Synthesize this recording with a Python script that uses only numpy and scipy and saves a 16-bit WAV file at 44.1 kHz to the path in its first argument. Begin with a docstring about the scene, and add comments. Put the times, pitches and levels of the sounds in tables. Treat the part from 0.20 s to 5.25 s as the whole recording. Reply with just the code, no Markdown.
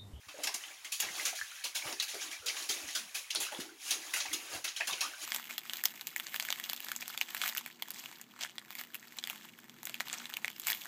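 """Someone wades through shallow water in a narrow stone tunnel.
Each stride pushes a sloshing wave and throws water that slaps back as spray and a cloud of small bubbles.
Boots thud softly on the bed, single large bubbles plop, and the water gulps with a gliding pitch.
The arch answers with a short, dense echo and a few low notes, over the faint hiss of still air."""
import sys
import numpy as np
from scipy import signal
from scipy.fft import rfft, irfft, next_fast_len
from scipy.io import wavfile
from scipy.ndimage import map_coordinates

SR = 44100
rng = np.random.default_rng(int(sys.argv[2]) if len(sys.argv) > 2 else 0)


def generate_wav(sig):
    """Save sig (samples, or channels by samples) to the path in sys.argv[1] as 16-bit PCM at SR."""
    pcm = np.round(np.clip(np.atleast_2d(sig).T, -1, 1) * 32767).astype(np.int16)
    wavfile.write(sys.argv[1], SR, pcm)


N = 222836
TIME = np.arange(N) / SR

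# Levels in these tables are relative: the functions add their own gains.
# The five pitches in Hz that bound four sizes of drop and bubble: large, middling, small and mist.
SIZE_BORDERS_HZ = [260, 1000, 3000, 7500, 17000]
# Water that dribbles on between strides. Each row: time in seconds, level in dB.
DRIBBLE_LEVELS = [(0, -57.5), (.2, -49.5), (.42, -46), (.6, -52), (.9, -50), (1.36, -45.5), (1.52, -52),
                  (1.9, -47), (2.2, -50.5), (2.5, -54), (3.07, -51), (3.3, -52), (3.57, -57), (3.85, -44),
                  (4.25, -48), (4.52, -52), (4.7, -43), (5.05, -49.5)]
# How the dribble is shared out: one level in dB for each size, from large to mist.
DRIBBLE_SIZES_DB = [-7.5, 1.5, -5, -1]
# A leg pushes a wave. Each row: crest time in seconds, build-up in seconds, slosh in dB, fizz in dB.
LEG_WAVES = [(.23, 0.05, -31.5, -54), (.48, 0.053, -41.5, -56.5), (.88, .03, -35.5, -49),
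             (1.001, 0.064, -31, -40), (1.679, 0.038, -27, -41), (2.01, 0.094, -38.5, -47.5),
             (2.38, 0.056, -33.5, -43), (2.58, 0.082, -36, -45), (2.79, 0.15, -47, -53.5),
             (3.19, 0.04, -35.5, -48), (3.39, 0.061, -35.5, -49), (3.69, 0.049, -37.5, -40),
             (3.85, 0.096, -38.5, -51), (4.11, 0.16, -41.5, -50), (4.26, 0.056, -38.5, -54),
             (4.343, 0.029, -27.5, -41.5), (4.851, 0.059, -34.5, -50), (5.05, 0.037, -36, -40)]
# Water slaps down. Each row: start in seconds, decay in seconds, level in dB,
# extra dB for large bubbles driven under, extra dB for fine mist.
SLAPS = [(.082, 0.017, -46, 9.5, -3.5), (0.233, 0.012, -29.5, -15, 2), (.269, 0.0052, -28, -2, 0),
         (.34, 0.0075, -32, 4, 6), (.42, 0.016, -49, 2, -16), (.643, 0.018, -40.5, 0, -0.5),
         (.718, 0.026, -33.5, -16, 3.5), (0.792, .012, -38.5, -5, 2), (0.799, 0.006, -26.5, -5, 5),
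         (0.819, 0.036, -36.5, 7, -15), (1.05, 0.027, -29.5, -1.5, 2), (1.149, 0.053, -39, -35, 0.5),
         (1.437, 0.026, -36, 1.5, 4), (1.547, 0.028, -31, -5.5, 1), (1.724, 0.002, -30.5, 8.5, -1),
         (1.798, 0.004, -24.5, -11, -4.5), (1.821, 0.0099, -33.5, -5, 5), (1.879, 0.033, -37, -18, -1),
         (1.941, 0.0071, -40, 10.5, 2), (2.01, 0.027, -38.5, 2.5, -1), (2.109, 0.034, -42.5, -1, 0.5),
         (2.257, 0.032, -33, -6, 0), (2.28, 0.011, -31.5, -7, -3), (2.362, 0.029, -39, -13, -10),
         (2.42, 0.028, -40.5, -15, 2), (2.488, 0.029, -31, -4, 2), (2.672, 0.074, -42, -7, -0.5),
         (2.747, .026, -31.5, -2, 1), (2.943, 0.036, -37.5, 0.5, 6), (3.103, 0.006, -26, -21, -7),
         (3.147, 0.0023, -34, 12, 4), (3.155, 0.0053, -25, -22, -8), (3.2, 0.022, -36.5, 4, 10.5),
         (3.223, 0.045, -38.5, -4, -1), (3.317, 0.029, -50.5, 26, 7), (3.399, 0.012, -36.5, -4, -1.5),
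         (3.704, 0.021, -28, -10, 1), (3.934, 0.018, -33, 0.5, 5.5), (3.96, 0.035, -36, -15, 3.5),
         (4.001, 0.01, -27.5, -8, -19), (4.055, 0.0066, -39, 12, -10), (4.128, 0.01, -28, -6, 2),
         (4.441, 0.013, -29.5, -1, 0), (4.474, .017, -35, -8, -6), (4.56, 0.022, -34.5, -11, -4.5),
         (4.6, 0.013, -40.5, 14.5, -1), (4.669, 0.026, -36.5, 7.5, 7), (4.725, 0.008, -31, 7, -9),
         (4.805, 0.019, -28.5, -3, -1)]
# A fixed tone laid over the spray and bubbles. Each row: frequency in Hz, level in dB.
SPRAY_BUBBLE_TONE = [(24, -56), (40, -36), (123, -8), (162, -20), (319, -11), (453, -16.5), (643, -8), (1060, -8),
                     (2540, 1), (4760, -2.5), (6580, -0.5), (8040, -11.5), (9820, -7.5), (14700, -18),
                     (15800, -16.5)]
# How long the tunnel echoes. Each row: frequency in Hz, seconds to fade by 60 dB.
ECHO_FADE_TIMES = [(100, 0.09), (300, 0.26), (700, 0.13), (1800, 0.15), (4600, 0.19), (12000, 0.2)]
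# The arch favours pitches that fit between its walls. Each row: frequency in Hz, echo level in dB.
ECHO_TONE = [(60, 7), (131, 2), (165, -16), (239, 3), (275, 4.5), (330, 0), (430, 8), (600, 6),
             (16000, 2.5)]
# Notes that ring on between the walls. Each row: pitch in Hz, seconds to fade by 60 dB, level in dB.
ARCH_NOTES = [(132, 0.26, -32.5), (237.7, 0.2, -32.5), (316.7, 0.4, -37.5), (347, 0.2, -29)]
# The tone of the tunnel's still air. Each row: frequency in Hz, level in dB.
AIR_TONE = [(30, 7), (120, 0.5), (330, -4), (1000, 10.5), (6000, -17), (16000, 1)]
# Boots push down to the bed. Each row: start in seconds, level in dB, pitch in Hz.
BOOT_STEPS = [(0.066, -61, 98), (0.834, -55.5, 204), (0.863, -63, 127), (0.902, -59, 201), (1.211, -70, 85),
              (1.653, -53, 130), (2.194, -63.5, 86), (2.631, -62, 78), (3.187, -67, 173),
              (3.387, -51.5, 180), (4.085, -63, 81), (4.347, -52, 117), (4.719, -58, 195)]
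# Single pockets of air that ring. Each row: start in seconds, pitch in Hz, level in dB.
AIR_POCKETS = [(0.085, 1130, -40.5), (.142, 533, -37), (.188, 564, -29), (0.273, 2850, -41),
               (.293, 965, -33), (0.438, 2970, -29), (0.511, 2250, -40), (0.805, 2450, -30),
               (.887, 2000, -27), (.997, 2000, -24), (1.054, 6550, -15.5), (1.129, 694, -31.5),
               (1.189, 1650, -31.5), (1.213, 1665, -21), (1.319, 1360, -38.5), (1.624, 2220, -26.5),
               (1.7993, 3870, -15), (1.944, 614, -32), (2.298, 2170, -24), (2.495, 4370, -22.5),
               (2.499, 370, -30.5), (2.689, 1890, -31), (3.043, 2340, -37), (3.105, 3070, -27.5),
               (3.1498, 9300, -16), (3.158, 4260, -19.5), (3.266, 2700, -29), (3.267, 1270, -33),
               (3.287, 1460, -33), (3.348, 3300, -27.5), (3.389, 312, -25.5), (3.492, 1460, -39),
               (3.938, 1976, -18.5), (3.962, 2580, -24), (3.968, 1380, -27), (4.084, 2250, -32),
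               (4.054, 840, -31), (4.116, 1990, -30), (4.143, 318, -29), (4.564, 3120, -25.5),
               (4.608, 2490, -17), (4.611, 1850, -21), (4.697, 1070, -27), (4.71, 3620, -23.5),
               (4.8124, 4100, -19), (4.813, 2540, -23), (4.849, 1200, -29), (4.936, 1470, -32)]
# Gliding gulps of water, and a few low, nearly steady notes of the tunnel ringing.
# Each row: start in seconds, length in seconds, first pitch in Hz, last pitch in Hz, level in dB.
GULPS_AND_NOTES = [(0.852, 0.039, 1510, 2300, -56), (1.93, 0.044, 610, 388, -48.5),
                   (1.987, 0.048, 1986, 3280, -45), (1.998, 0.055, 5300, 8150, -42.5),
                   (2.025, 0.091, 300, 329, -60), (2.111, .037, 2200, 2367, -43),
                   (2.206, 0.11, 553, 400, -56), (2.209, 0.059, 1318, 1400, -52),
                   (2.541, 0.18, 401.6, 231, -60), (2.755, .14, 318, 197, -63.5),
                   (3.147, 0.086, 389, 306, -52.5), (3.307, .047, 854, 417, -49.5),
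                   (3.431, 0.16, 346, 337, -59), (3.718, .11, 425, 308, -56.5),
                   (4.088, .11, 300.6, 330, -55), (4.606, .018, 1495, 2330, -39),
                   (4.815, 0.062, 928, 1657, -42.5)]


def amp(db):
    """Turns decibels into a number to multiply by."""
    return 10 ** (np.asarray(db) / 20)


def unit(x):
    """Scales a signal to an average power of 1."""
    return x / np.sqrt(np.mean(x ** 2) + 1e-20)


def look_up(table, hz):
    """Reads between the rows of a frequency table, with octaves evenly spaced."""
    row_hz, values = np.transpose(table)
    return np.interp(np.log(hz + 1), np.log(row_hz + 1), values)


def add(mix, start_s, sound):
    """Adds a sound to the mix at its start time."""
    part = mix[..., max(round(start_s * SR), 0):][..., :sound.shape[-1]]
    part += sound[..., :part.shape[-1]]


def colour(x, tone):
    """Turns frequencies up or down to follow a tone table."""
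    size = next_fast_len(N + 4096)
    gains = unit(amp(look_up(tone, np.fft.rfftfreq(size, 1 / SR))))
    return irfft(rfft(x, size) * gains, size)[:N]


def clicks(per_s, spread_db):
    """Clicks at random times, uneven in size, some pushing up and some down."""
    hits = np.flatnonzero(rng.random(N) < per_s / SR)
    sizes = amp(spread_db * np.clip(rng.standard_normal(N)[hits], -2, 2))
    out = np.zeros(N)
    out[hits] = np.sign(hits % 2 - .5) * sizes
    return unit(out)


def stirring(wading_db, splash_db, mist_db):
    """How hard dribble, legs and slaps stir the water: one curve for each size of drop and bubble."""
    dribble_db = np.interp(TIME, *np.transpose(DRIBBLE_LEVELS))
    power = amp(dribble_db + np.array(DRIBBLE_SIZES_DB)[:, None] + wading_db) ** 2
    for crest_s, build_s, slosh, fizz in LEG_WAVES:
        wave = np.exp(-.5 * ((TIME - crest_s) / build_s) ** 2)  # settles as fast as it builds
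        gurgle = (slosh + fizz) / 2 - 3.5
        sizes_db = np.array([slosh, gurgle, fizz, fizz + mist_db])
        power += np.outer(amp(sizes_db + wading_db), wave) ** 2
    t = TIME[:SR // 4]
    for start_s, decay_s, db, depth, mist in SLAPS:
        rise_s = 0.0034 + 0.056 * decay_s
        slap = np.minimum(t / rise_s, 1) * np.exp(-np.maximum(t - rise_s, 0) / decay_s)
        gurgle = 1.5 + 0.43 * depth
        sizes_db = np.array([depth, gurgle, 0, mist])
        add(power, start_s, np.outer(amp(db + splash_db + sizes_db), slap) ** 2)
    return np.sqrt(power)


def spray(stir, size_db, drops_per_s, spread_db):
    """Drops tick on the surface; the finer they are, the more there are and the higher they sound."""
    out = np.zeros(N)
    for k, strength in enumerate(stir):
        band = signal.butter(3, SIZE_BORDERS_HZ[k:k + 2], "band", fs=SR, output="sos")
        ticks = strength * clicks(drops_per_s[k], spread_db)
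        out += amp(size_db[k]) * signal.sosfilt(band, ticks)
    return out


def bubble(hz, decay_s, glide, attack_cycles):
    """A pocket of air rings and dies away; its pitch climbs as it nears the surface."""
    t = np.arange(int(7 * decay_s * SR) + 2) / SR
    turns = hz * (t + glide * t ** 2 / (2 * decay_s))
    fade_in = 1 - np.exp(-turns / attack_cycles)
    return np.sin(2 * np.pi * turns) * fade_in * np.exp(-t / decay_s)


def bubble_cloud(stir, size_db, per_s_at_1khz, cycles_at_1khz, large_hz, trap_db, count=90):
    """Bubbles of many sizes form at random; small ones are more common and ring for more cycles."""
    pitches = np.geomspace(270, 15000, count)
    step = np.log(pitches[1] / pitches[0])
    centres = np.log(SIZE_BORDERS_HZ[1:]) / 2 + np.log(SIZE_BORDERS_HZ[:-1]) / 2
    stir_db = 20 * np.log10(stir) + np.array(size_db)[:, None]
    out = np.zeros(N)
    for hz in pitches * np.exp(step * rng.uniform(-0.45, 0.6, count)):
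        khz = hz / 1000
        births = clicks(per_s_at_1khz * khz ** .4, spread_db=5.5)
        at = np.flatnonzero(births)
        # each bubble takes its level from the stirring at its own size and moment
        size = np.interp(np.log(hz), centres, np.arange(len(centres)))
        db = map_coordinates(stir_db, [np.full(len(at), size), at], order=1, mode="nearest")
        # gently stirred water cannot trap the largest pockets of air
        db -= max(np.log(large_hz / hz), 0) * np.maximum(trap_db - db, 0)
        births[at] *= amp(db)
        decay_s = cycles_at_1khz * khz ** 0.7 / hz
        ring = bubble(hz, decay_s, glide=0.048, attack_cycles=0.42)
        share = hz * step / (SR / 2)  # the part of the frequency range that this size fills
        out += signal.oaconvolve(births, ring * np.sqrt(share / np.sum(ring ** 2)))[:N]
    return out


def wall_echo(build_s, far_db, far_fade_s):
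    """The echo of one click: close stone walls answer at once, and a faint tail lingers down the tunnel."""
    hz, frame_s, noise = signal.stft(rng.choice([-1., 1.], SR), SR, nperseg=512)
    near = amp(-60 * frame_s / look_up(ECHO_FADE_TIMES, hz)[:, None])
    far = amp(far_db - 60 * frame_s / far_fade_s)
    tail = signal.istft(noise * (near + far), SR, nperseg=512)[1][:SR]
    tail *= 1 - np.exp(-(TIME[:SR] / build_s) ** 2)
    return tail / np.linalg.norm(tail)


def tunnel_echo(water, level_db, spots_per_s, count=12):
    """Water lands in a new spot from moment to moment, and each spot has its own echo."""
    spot = TIME * spots_per_s
    out = np.zeros(N)
    for k in range(count):
        distance = abs((spot - k + count / 2) % count - count / 2)  # the spots take turns in a loop
        share = np.cos(np.pi / 2 * np.minimum(distance, 1))
        echo = wall_echo(build_s=0.0016, far_db=-59, far_fade_s=0.81)
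        out += signal.fftconvolve(water * share, echo)[:N]
    return amp(level_db) * colour(out, ECHO_TONE)


def arch_ring(water):
    """The water wakes low, hollow notes between the walls."""
    t, ring = TIME[:SR], np.zeros(SR)
    for hz, fade_s, db in ARCH_NOTES:
        note = np.sin(2 * np.pi * hz * t) * amp(-60 * t / fade_s)
        ring += amp(db) * note / np.linalg.norm(note)
    return signal.fftconvolve(water, ring)[:N]


def still_air(level_db):
    """The air in the tunnel makes a faint, steady hiss."""
    return amp(level_db) * colour(rng.standard_normal(N), AIR_TONE)


def boot_thuds(level_db, cycles_to_peak, rumble_db, rumble_s):
    """A boot shoves water against the bed: a low push of a cycle or two, with a brief rumble."""
    out, t = np.zeros(N), TIME[:SR // 6]
    low_band = signal.butter(2, [55, 280], "band", fs=SR, output="sos")
    for start_s, db, hz in BOOT_STEPS:
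        progress = t * hz / cycles_to_peak
        push = progress * np.exp(1 - progress) * np.sin(2 * np.pi * hz * t)
        churn = unit(signal.sosfilt(low_band, rng.standard_normal(len(t))))
        rumble = churn * t / rumble_s * np.exp(1 - t / rumble_s)
        add(out, start_s, amp(db + level_db) * (push + amp(rumble_db) * rumble))
    return out


def plops(level_db, longest_decay_s, half_decay_hz):
    """Single bubbles pinch off as the hole left by a splash closes; smaller ones die sooner."""
    out = np.zeros(N)
    for start_s, hz, db in AIR_POCKETS:
        decay_s = longest_decay_s / (1 + (hz / half_decay_hz) ** 2)
        add(out, start_s, amp(db + level_db) * bubble(hz, decay_s, glide=0.028, attack_cycles=0.76))
    return out


def gulps_and_notes(level_db, base_width_hz, sharpness):
    """Gulps of water glide up or down, and the tunnel rings with a few low, nearly steady notes."""
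    out = np.zeros(N)
    for start_s, length_s, first_hz, last_hz, db in GULPS_AND_NOTES:
        hz = np.geomspace(first_hz, last_hz, int(length_s * SR))
        noise = rng.standard_normal(SR // 2) + 1j * rng.standard_normal(SR // 2)
        # smoothed noise makes the note waver
        smooth = np.exp(-np.pi * (base_width_hz + first_hz / sharpness) / SR)
        waver = signal.lfilter([1], [1, -2 * smooth, smooth ** 2], noise)[-len(hz):]
        ring = (waver * np.exp(2j * np.pi * np.cumsum(hz) / SR)).real
        fade = signal.windows.tukey(len(hz), .6)
        add(out, start_s, amp(db + level_db) * unit(ring * fade))
    return out


def scene():
    """Spray, bubbles and boots sound in the tunnel, over its still air."""
    stir = stirring(wading_db=-3.5, splash_db=-1, mist_db=3.5)
    drops = spray(stir, size_db=[-12.5, -11, -3, -1], drops_per_s=[400, 700, 2000, 10000], spread_db=2)
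    cloud = bubble_cloud(stir, size_db=[-1, -0.96, -2, -2], per_s_at_1khz=36, cycles_at_1khz=3.32,
                         large_hz=724, trap_db=-41)
    water = colour(drops + cloud, SPRAY_BUBBLE_TONE)
    water += plops(level_db=-2, longest_decay_s=0.0031, half_decay_hz=4260)
    water += gulps_and_notes(level_db=-6.5, base_width_hz=63, sharpness=12)
    water += boot_thuds(level_db=0.5, cycles_to_peak=0.65, rumble_db=-12, rumble_s=0.01)
    air = still_air(level_db=-68)
    echo = tunnel_echo(water, level_db=-2, spots_per_s=130)
    return (water + echo + arch_ring(water) + air)[None]


def record(dry):
    """The microphone loses the deep bass, and the very highest treble is cut off."""
    bass_cut = signal.butter(2, 55, "high", fs=SR, output="sos")
    treble_cut = signal.firwin(511, 16000, window=("kaiser", 9), fs=SR)
    return signal.oaconvolve(signal.sosfilt(bass_cut, dry), treble_cut[None], "same")


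dry = scene()
out = record(dry)
generate_wav(out)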